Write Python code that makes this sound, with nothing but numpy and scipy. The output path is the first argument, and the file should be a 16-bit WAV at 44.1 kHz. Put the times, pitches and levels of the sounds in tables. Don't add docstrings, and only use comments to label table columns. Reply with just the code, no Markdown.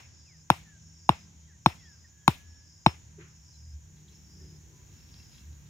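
import sys
import numpy as np
from scipy import signal
from scipy.io import wavfile

SR = 44100
rng = np.random.default_rng(int(sys.argv[2]) if len(sys.argv) > 2 else 0)


def log_audio(samples):
    frames = np.atleast_2d(samples).T
    limited = np.clip(frames, -1, 1)
    pcm = np.round(limited * 32767).astype(np.int16)
    wavfile.write(sys.argv[1], SR, pcm)


def magnitude_from_level(level_db):
    exponent = np.asarray(level_db, float) / 20
    return 10 ** exponent


N = 250929
TIME = np.arange(N) / SR

# start_s, knock_hz, crack_db, steel_db, ground_echo_db
BLOWS = [
    (0.5012, 920, -10.5, -43.5, -26),
    (1.0914, 930, -19.5, -44.5, -26),
    (1.66, 960, -14, -40, -19),
    (2.2783, 980, -7, -45, -22.5),
    (2.8621, 896, -19, -35, -14),
]
# pitch_hz, level_db, t60_s
STAKE_MODES = [(520.7, -19.5, 0.03), (733, -16.5, 0.016), (1385, -7.5, 0.011), (1646, -12.5, 0.0069),
               (1900, -17.5, .009), (2280, -11.5, .011), (2572, -8.5, 0.013), (2950, -17, 0.013),
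               (3200, -13.5, .009), (3550, -17, 0.014), (3800, -15.5, 0.02), (4150, -16, 0.01),
               (4250, -18.5, 0.0088)]
# pitch_hz, level_db, t60_s
STEEL_MODES = [(5298, 0, .19), (5483, -2, .07), (6880, -5, .03), (7700, 4, .012)]
# travel_s, start_hz, end_hz, glide_s, t60_s
SAND_WAVE = (.0038, 215, 62, .012, .068)
# pitch_hz, level_db (per Hz)
ECHO_SPECTRUM = [(250, -11), (500, -15), (900, -4.5), (1500, -18), (2500, -10), (4000, -21), (6500, -22.5),
                 (10000, -31.5), (14500, -29), (16000, -40)]
# pitch_hz, t60_s
ECHO_T60 = [(250, .1), (1000, .19), (2500, .28), (6000, .3), (14000, .36)]
# pitch_hz, likeness (0 to 1)
LIKENESS = [(60, 0.84), (130, 0.72), (290, 0.62), (640, 0.11), (1410, 0.07), (3100, 0.02), (6820, 0.7),
            (15000, 0.041)]
# time_s, level_db
BREEZE = [(0, -6), (.3, -0.5), (2.9, 1), (3.6, 2.5), (4.4, 7), (5.2, 10), (5.69, 8.5)]
# pitch_hz, level_db (per Hz)
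RUMBLE_SPECTRUM = [(30, -29.5), (55, -0.5), (100, 0), (170, -12), (250, -12.5), (350, -24), (480, -32)]
# pitch_hz, level_db (per Hz)
HISS_SPECTRUM = [(260, -30), (450, -7), (576, -9), (965, -3.5), (1270, -8.5), (1540, -4), (3390, -7.5),
                 (4800, -7), (6240, -37), (10600, -120)]
# pitch_hz, level_db (per Hz)
TOP_SPECTRUM = [(7500, -6), (9000, 1), (11500, -2.5), (14000, 4.5), (15500, 2)]
# pitch_hz, width_hz, level_db
FAR_DRONES = [(830, 60, -92), (970, 60, -88), (1600, 70, -81.5), (3180, 160, -87)]
# pitch_hz, level_db (per Hz)
CHORUS_SPECTRUM = [(2710, -42), (4600, -40.5), (5010, -1.5), (5270, -11), (5450, -4), (5840, 0),
                   (6920, 2.5), (7430, -11.5), (7850, -20.5), (8200, -18), (10700, -52.5), (18000, -120)]
# delay_s, length_s, start_hz, end_hz, level_db
CALL_PARTS = [
    (0, 0.37, 5300, 5570, 2),
    (.16, .34, 4920, 5100, 0),
    (.21, .3, 5120, 5270, -2),
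]
# pitch_hz, width_hz, level_db
ENGINE_ORDERS = [(77.2, 14, 3), (154.2, 4, 1), (116, 10, -9.5), (190, 7.3, -9.5)]
# time_s, load_db, strain_db (moved to the upper orders)
ENGINE_EFFORT = [(0, -65, -4.5), (.55, -60.5, 0.5), (.8, -63.5, -0.5), (1.15, -61, 1.5), (1.85, -65, -1),
                 (2.1, -63, -1), (2.6, -66.5, -4), (3.0, -62.5, -2), (3.18, -55, 1), (3.5, -62.5, -2.5),
                 (3.75, -57, -8.5), (4.05, -57.5, 3.5), (4.5, -53, -0.5), (4.75, -64, 2.5), (5.0, -59, -2),
                 (5.35, -66, -1.5), (5.47, -52, -1.5), (5.69, -61, 5)]
# start_s, length_s, start_hz, end_hz, level_db
BIRDS = [(.01, .21, 1620, 1610, -83), (0.251, .12, 2950, 1710, -73.5), (1.2, .1, 1625, 1600, -83),
         (0.641, 0.15, 1900, 1536, -70), (1.39, .16, 3093, 3300, -86.5), (1.47, 0.068, 2140, 1530, -73.5),
         (1.512, 0.061, 2060, 1750, -77), (1.774, 0.038, 3450, 3270, -75.5), (1.778, 0.18, 2220, 1535, -69),
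         (1.796, .04, 2590, 2750, -75), (1.847, .03, 3230, 3390, -71.5), (2.041, .022, 1970, 1768, -67),
         (2.1, 0.61, 1678, 1698, -75.5), (2.191, 0.074, 3460, 3100, -81), (3.521, 0.0594, 4240, 3970, -76),
         (3.965, .015, 4290, 3200, -80), (4.077, .015, 4220, 3100, -69.5), (4.089, .05, 3900, 3980, -76),
         (4.396, .03, 1793, 1820, -76.5), (4.72, 0.13, 992, 985, -79.5), (5.653, .03, 4000, 3100, -80)]
# start_s, length_s, level_db
STROKES = [
    (3.96, 0.063, -73),
    (4.06, .12, -70.5),
    (4.876, .25, -72.5),
    (5.07, 0.23, -68.5),
    (5.293, 0.15, -63.5),
    (5.65, .1, -76.5),
]
# start_s, peak_db, strongest_hz
TICKS = [(2.619, -69.5, 9000), (3.9704, -63.5, 3900), (4.0826, -60, 3900), (4.8897, -62, 2500),
         (5.1422, -49, 4150), (5.1995, -52, 2730), (5.3174, -58.5, 3900), (5.345, -59, 3400),
         (5.3596, -55, 3400), (5.3813, -47.5, 3400), (5.3994, -60, 2700), (5.4596, -64.5, 4200),
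         (5.5293, -61, 4040), (5.668, -61.5, 3400)]
# pitch_hz, level_db, t60_s
STICK_MODES = [(2220, -16, 0.12), (2730, -5.5, 0.044), (3350, -6.5, 0.036), (3932, -3, 0.036),
               (4390, -2.5, 0.03), (9000, -19.5, .006)]

EARLIER_BLOW_S, EARLIER_LOSS_DB = -0.053, -3
CONTACT_S, BUILD_S = 0.0035, 0.0011
KNOCK_DB = 0.28
THUMP_DB, THUMP_GROWS_DB = -14.5, 1.3
CRACK_LIKENESS = 0.44
RIGHT_LAG_S, RIGHT_DB = 0.00018, -3
GRAIN_LAG_S, GRAIN_RIGHT_DB = 0.00012, -3.5

SCATTER_DB, SCATTER_TILT_DB, SOFT_CRACK_DB = -42, -3, -16.5
SCATTER_FOLLOWS, TILT_FOLLOWS = 0.25, 0.2
SCATTER_DELAY_S, SCATTER_BUILD_S = 0.002, 0.012
FAR_SCATTER_DB, FAR_DELAY_S, FAR_T60_S, FAR_FADES_DB = 9, 0.05, 1.2, -1.0

RUMBLE_DB, HISS_DB, TOP_DB, CHORUS_DB = -63.5, -73, -81.5, -63
RUMBLE_FOLLOWS, HISS_FOLLOWS, TOP_FOLLOWS = 0.9, 0.66, 0.81
CALL_DB, CALL_START_S, CALL_EVERY_S, CALL_WIDTH_HZ = -68, -0.06, 0.829, 135
CALL_SWELL, CALL_FADE = 0.2, 0.052
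STEADY_SHARE, ORDER_WANDER_DB = 0.7, 3
START_SPEED, SLOWS_FROM_S, SLOWS_PER_S = 1.04, 2.8, 0.032
BIRD_PAN_DB = 0.5

PAT_S, GRIT_LATE_S, PAT_ATTACK_S, PAT_T60_S = 3.168, 0.002, 0.04, 0.42
PAT_GRIT_DB, PUFF_DB = -55, -52
SHUFFLE_DB, SHUFFLE_S, SHUFFLE_LENGTH_S = -71, 3.85, 1.2
FAVOUR_DB = 26


def in_time(rows):
    s, *columns = np.transpose(rows)
    return [np.interp(TIME, s, column) for column in columns]


def at_hz(points, hz):
    pitch_hz, value = np.transpose(points)
    return np.interp(np.log(hz), np.log(pitch_hz), value)


def rms_one(x):
    return x / np.sqrt(np.mean(x ** 2) + 1e-20)


def drift(rate):
    knots = int(N / SR * rate * 2) + 3
    return np.interp(TIME, np.linspace(0, N / SR, knots), rng.standard_normal(knots)) * 1.2


def burst(s, attack_s, t60):
    t = np.maximum(TIME - s, 0)
    return np.minimum(t / attack_s, 1) ** 2 * magnitude_from_level(-60 * np.maximum(t - attack_s, 0) / t60)


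def arch(s, length):
    return np.sin(np.pi * np.clip((TIME - s) / length, 0, 1)) ** 0.36


def ring(clicks, hz, t60):
    r, w = magnitude_from_level(-60 / (t60 * SR)), 2 * np.pi * hz / SR
    return signal.lfilter([0, np.sin(w)], [1, -2 * r * np.cos(w), r * r], clicks + 1e-18)


def band_passed(x, low_hz, high_hz, order=2):
    return signal.sosfilt(signal.butter(order, [low_hz, high_hz], "band", fs=SR, output="sos"), x)


def bands(low_hz, high_hz, step):
    edges = low_hz * 2 ** np.arange(0, np.log2(high_hz / low_hz) + 0.01, step)
    white = rng.standard_normal((2, 2, N))
    for k, (low, high) in enumerate(zip(edges, edges[1:])):
        mid, side = band_passed(white[k % 2], low, high)
        alike = np.clip(at_hz(LIKENESS, low), 0, 1)
        stereo = np.sqrt(1 + alike) * mid + np.sqrt(1 - alike) * side * [[1], [-1]]
        yield np.sqrt(low * high), stereo


def coloured(spectrum, step, patchy_db, rate):
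    total = 0
    for hz, band in bands(spectrum[0][0], spectrum[-1][0], step):
        total = total + magnitude_from_level(at_hz(spectrum, hz) + patchy_db * drift(rate)) * band
    return rms_one(total)


def narrow(hz, width_hz):
    low_pass = signal.butter(2, width_hz / 2, fs=SR, output="sos")
    wobble = signal.sosfilt(low_pass, rng.standard_normal((2, N)))
    phase = 2 * np.pi * np.cumsum(hz * np.ones(N)) / SR
    return rms_one(wobble[0] * np.cos(phase) + wobble[1] * np.sin(phase))


def placed(x, lag_s, right_db):
    t = TIME[:len(x)]
    return np.array([x, magnitude_from_level(right_db) * np.interp(t - lag_s, t, x)])


def echoes():
    starts = [(EARLIER_BLOW_S, EARLIER_LOSS_DB, 0)]
    starts += [(row[0], 0, row[2] - SOFT_CRACK_DB) for row in BLOWS]
    out = 0
    for hz, band in bands(250, 16000, 1 / 2):
        octaves = np.log2(hz / 2000)
        shape = 0
        for s, loss_db, sharp_db in starts:
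            t = np.maximum(TIME - s - SCATTER_DELAY_S, 0)
            db = SCATTER_DB + loss_db + SCATTER_FOLLOWS * sharp_db
            db += (SCATTER_TILT_DB + TILT_FOLLOWS * sharp_db) * octaves
            build = np.minimum(t / SCATTER_BUILD_S, 1)
            shape = shape + magnitude_from_level(db - 60 * t / at_hz(ECHO_T60, hz)) * build
        out = out + magnitude_from_level(at_hz(ECHO_SPECTRUM, hz) + 22.0) * magnitude_from_level(2.0 * drift(45)) * shape * band
    return out * magnitude_from_level([[1.2], [-1.2]])


def background():
    breeze_db, = in_time(BREEZE)
    starts = [EARLIER_BLOW_S] + [row[0] for row in BLOWS]
    returned = sum(magnitude_from_level(FAR_FADES_DB * nth) * burst(s, FAR_DELAY_S, FAR_T60_S) for nth, s in enumerate(starts))
    swell = 1 + magnitude_from_level(FAR_SCATTER_DB) * returned
    rumble = coloured(RUMBLE_SPECTRUM, 1 / 2, patchy_db=1.2, rate=6.0)
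    hiss = coloured(HISS_SPECTRUM, 1 / 2, patchy_db=0.8, rate=8.0)
    air = magnitude_from_level(RUMBLE_DB + RUMBLE_FOLLOWS * breeze_db) * rumble
    air = air + magnitude_from_level(HISS_DB + HISS_FOLLOWS * breeze_db) * hiss
    drone = sum(magnitude_from_level(db + 2.0 * drift(0.96)) * narrow(hz, width_hz) for hz, width_hz, db in FAR_DRONES)
    return swell * air + np.array([drone, np.roll(drone, 9000)])


def cicada_chorus():
    breeze_db, = in_time(BREEZE)
    chorus = coloured(CHORUS_SPECTRUM, 1 / 10, patchy_db=-0.5, rate=11.0) + magnitude_from_level(-9.0) * narrow(6860, 50)
    top_hiss = coloured(TOP_SPECTRUM, 0.26, patchy_db=0.6, rate=2.8)
    return magnitude_from_level(CHORUS_DB + 0.6 * drift(1.7)) * chorus + magnitude_from_level(TOP_DB + TOP_FOLLOWS * breeze_db) * top_hiss


def near_insect():
    out = np.zeros((2, N))
    throb = 1 + 0.12 * np.sin(2 * np.pi * 68.0 * TIME + 1.5 * drift(7.1))
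    for delay, length, start_hz, end_hz, part_db in CALL_PARTS:
        u = (TIME - CALL_START_S - delay) % CALL_EVERY_S / length
        on = (u < 1) & (TIME > CALL_START_S + delay)
        edges = np.minimum(u / CALL_SWELL, (1 - u) / CALL_FADE)
        gain = on * magnitude_from_level(CALL_DB + part_db) * np.minimum(1, edges)
        voice = narrow(start_hz + (end_hz - start_hz) * on * u ** 0.6, CALL_WIDTH_HZ)
        diffuse = 0.5 * np.array([[1], [-1]]) * np.roll(voice, 4000)
        out += gain * throb * (voice + diffuse)
    return out


def engine():
    load_db, strain_db = in_time(ENGINE_EFFORT)
    speed = START_SPEED - SLOWS_PER_S * np.maximum(TIME - SLOWS_FROM_S, 0) + 0.0095 * drift(1.2)
    out = 0
    for k, (hz, width_hz, db) in enumerate(ENGINE_ORDERS):
        phase = 2 * np.pi * np.cumsum(hz * speed) / SR + 1.5 * drift(width_hz / 2)
        tone = np.sqrt(2) * np.sin(phase)
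        order = STEADY_SHARE * tone + (1 - STEADY_SHARE) * narrow(hz * speed, width_hz)
        level_db = load_db - strain_db * (-1) ** k + db + ORDER_WANDER_DB * drift(4.0)
        out = out + magnitude_from_level(level_db) * order
    return out


def birds():
    out = np.zeros((2, N))
    for s, length, start_hz, end_hz, db in BIRDS:
        u = np.clip((TIME - s) / length, 0, 1)
        hz = start_hz * (end_hz / start_hz) ** u ** 0.85 * (1 + 0.004 * drift(30))
        tone = np.sin(2 * np.pi * np.cumsum(hz) / SR)
        gain = magnitude_from_level(db + 7 + 1.3 * drift(30)) * np.sin(np.pi * u) ** 0.5
        out += gain * tone * magnitude_from_level([[BIRD_PAN_DB], [-BIRD_PAN_DB]])
    return out + 0.3 * np.roll(out[::-1], 500, axis=1)


def stake_knock(click, t, swell, knock_hz):
    t = t[:220]
    stay = np.sin(np.pi * np.minimum(t / CONTACT_S, 1) ** 0.85)
    knock = signal.lfilter(np.sin(2 * np.pi * knock_hz * t) * stay, 1, click)
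    return knock + 0.15 * swell * ring(click, knock_hz, 0.018)


def stake_wood(click, swell):
    out = 0
    for k, (hz, db, t60) in enumerate(STAKE_MODES):
        uneven_db, uneven_hz = 2.5 * rng.standard_normal(), 0.015 * rng.standard_normal()
        out = out + magnitude_from_level(db + uneven_db) * ring(click, hz * (1 + uneven_hz), t60) * (-1) ** k
    return swell * out


def steel_head(click, swell, steel_db):
    return swell * sum(magnitude_from_level(steel_db + db) * ring(click, hz, t60) for hz, db, t60 in STEEL_MODES)


def crack(click, t, crack_db):
    left, other = rng.standard_normal((2, len(t)))
    right = CRACK_LIKENESS * np.roll(left, 8) + (1 - CRACK_LIKENESS) * other
    splinter = np.array([left, magnitude_from_level(GRAIN_RIGHT_DB) * right])
    decay = signal.lfilter([1], [1, -magnitude_from_level(-60 / (0.013 * SR))], click)
    noise = magnitude_from_level(crack_db) * np.minimum(t / 0.0003, 1) * splinter * decay
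    return band_passed(noise, 3000, 8000, order=1)


def sand_thump(t):
    travel, start_hz, end_hz, glide, t60 = SAND_WAVE
    late = np.maximum(t - travel, 0)
    turns = end_hz * late + (start_hz - end_hz) * glide * (1 - np.exp(-late / glide))
    wave = np.sin(2 * np.pi * turns) * magnitude_from_level(-60 * late / t60) * np.minimum(late / 0.001, 1)
    tip_click = np.zeros(len(t))
    tip_click[int(0.0052 * SR)] = 1
    return wave + 0.5 * ring(tip_click, 340, 0.032)


def blows():
    out, length = np.zeros((2, N)), int(0.3 * SR)
    t = TIME[:length]
    swell = np.minimum(t / BUILD_S, 1)
    wave = sand_thump(t) * magnitude_from_level([[0], [-1.8]])
    for nth, (s, knock_hz, crack_db, steel_db, second_db) in enumerate(BLOWS):
        click = np.zeros(length)
        click[0], click[int(0.0046 * SR)] = 1, magnitude_from_level(second_db)
        body = magnitude_from_level(KNOCK_DB) * stake_knock(click, t, swell, knock_hz) + steel_head(click, swell, steel_db)
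        grain = magnitude_from_level(KNOCK_DB) * stake_wood(click, swell)
        i = int(s * SR)
        blow = out[:, i:i + length]
        blow += placed(body, RIGHT_LAG_S, RIGHT_DB)
        blow += placed(grain, GRAIN_LAG_S, GRAIN_RIGHT_DB)
        blow += magnitude_from_level(THUMP_DB + THUMP_GROWS_DB * nth) * wave + crack(click, t, crack_db)
    return out


def grit(per_s, low_hz, high_hz):
    slips = rng.random((2, N)) < per_s / SR
    force_db = 2.0 * np.minimum(rng.exponential(1, (2, N)), 4)
    clicks = slips * magnitude_from_level(force_db) * rng.choice([-1, 1], (2, N))
    return rms_one(band_passed(clicks, low_hz, high_hz))


def palm():
    pat = magnitude_from_level(PAT_GRIT_DB) * burst(PAT_S + GRIT_LATE_S, PAT_ATTACK_S, PAT_T60_S) * grit(2500, 1120, 2600)
    puff = magnitude_from_level(PUFF_DB) * burst(PAT_S, PAT_ATTACK_S / 2, 0.28)
    shuffle = magnitude_from_level(SHUFFLE_DB + 3.96 * drift(5.0)) * arch(SHUFFLE_S, SHUFFLE_LENGTH_S)
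    return pat + (puff + shuffle) * narrow(350, 130)


def sticks(stroke):
    rub = stroke * grit(120, 1500, 6000)[0] * magnitude_from_level(-29.0)
    clicks = np.zeros((len(STICK_MODES), N)) + rub
    stick_hz = np.array(STICK_MODES)[:, :1]
    for s, db, best_hz in TICKS:
        hops = s + np.cumsum(np.r_[0, rng.uniform(0.0015, 0.004, 2)])
        uneven_db = 2.0 * rng.standard_normal((len(STICK_MODES), 1))
        away_db = FAVOUR_DB * abs(np.log2(stick_hz / best_hz))
        clicks[:, (hops * SR).astype(int)] = magnitude_from_level(db + 0.5 - 6.7 * np.arange(3) + uneven_db - away_db)
    ticks = sum(magnitude_from_level(db) * ring(own, hz, t60) for own, (hz, db, t60) in zip(clicks, STICK_MODES))
    ticks += 1.5 * ring(clicks[-2], 4930, 0.0043)
    return placed(ticks, -0.000033, -1.1)


def hand():
    stroke = sum(magnitude_from_level(db) * arch(s, length) for s, length, db in STROKES)
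    rustle = stroke * (0.6 * grit(6000, 1900, 4800) + 0.35 * grit(4000, 5000, 14000))
    return palm() + rustle + sticks(stroke)


def scene():
    return echoes() + background() + cicada_chorus() + near_insect() + engine() + birds() + blows() + hand()


def top_cut(x):
    return signal.sosfilt(signal.butter(12, 16700, fs=SR, output="sos"), x)


def record(dry):
    held = signal.sosfilt(signal.butter(2, 45, "high", fs=SR, output="sos"), dry)
    held = 1.1 * np.tanh(held / 1.1)
    held = signal.sosfilt(signal.cheby2(10, 50, 16700, fs=SR, output="sos"), held)
    return top_cut(held)


dry = scene()
out = record(dry)
log_audio(out)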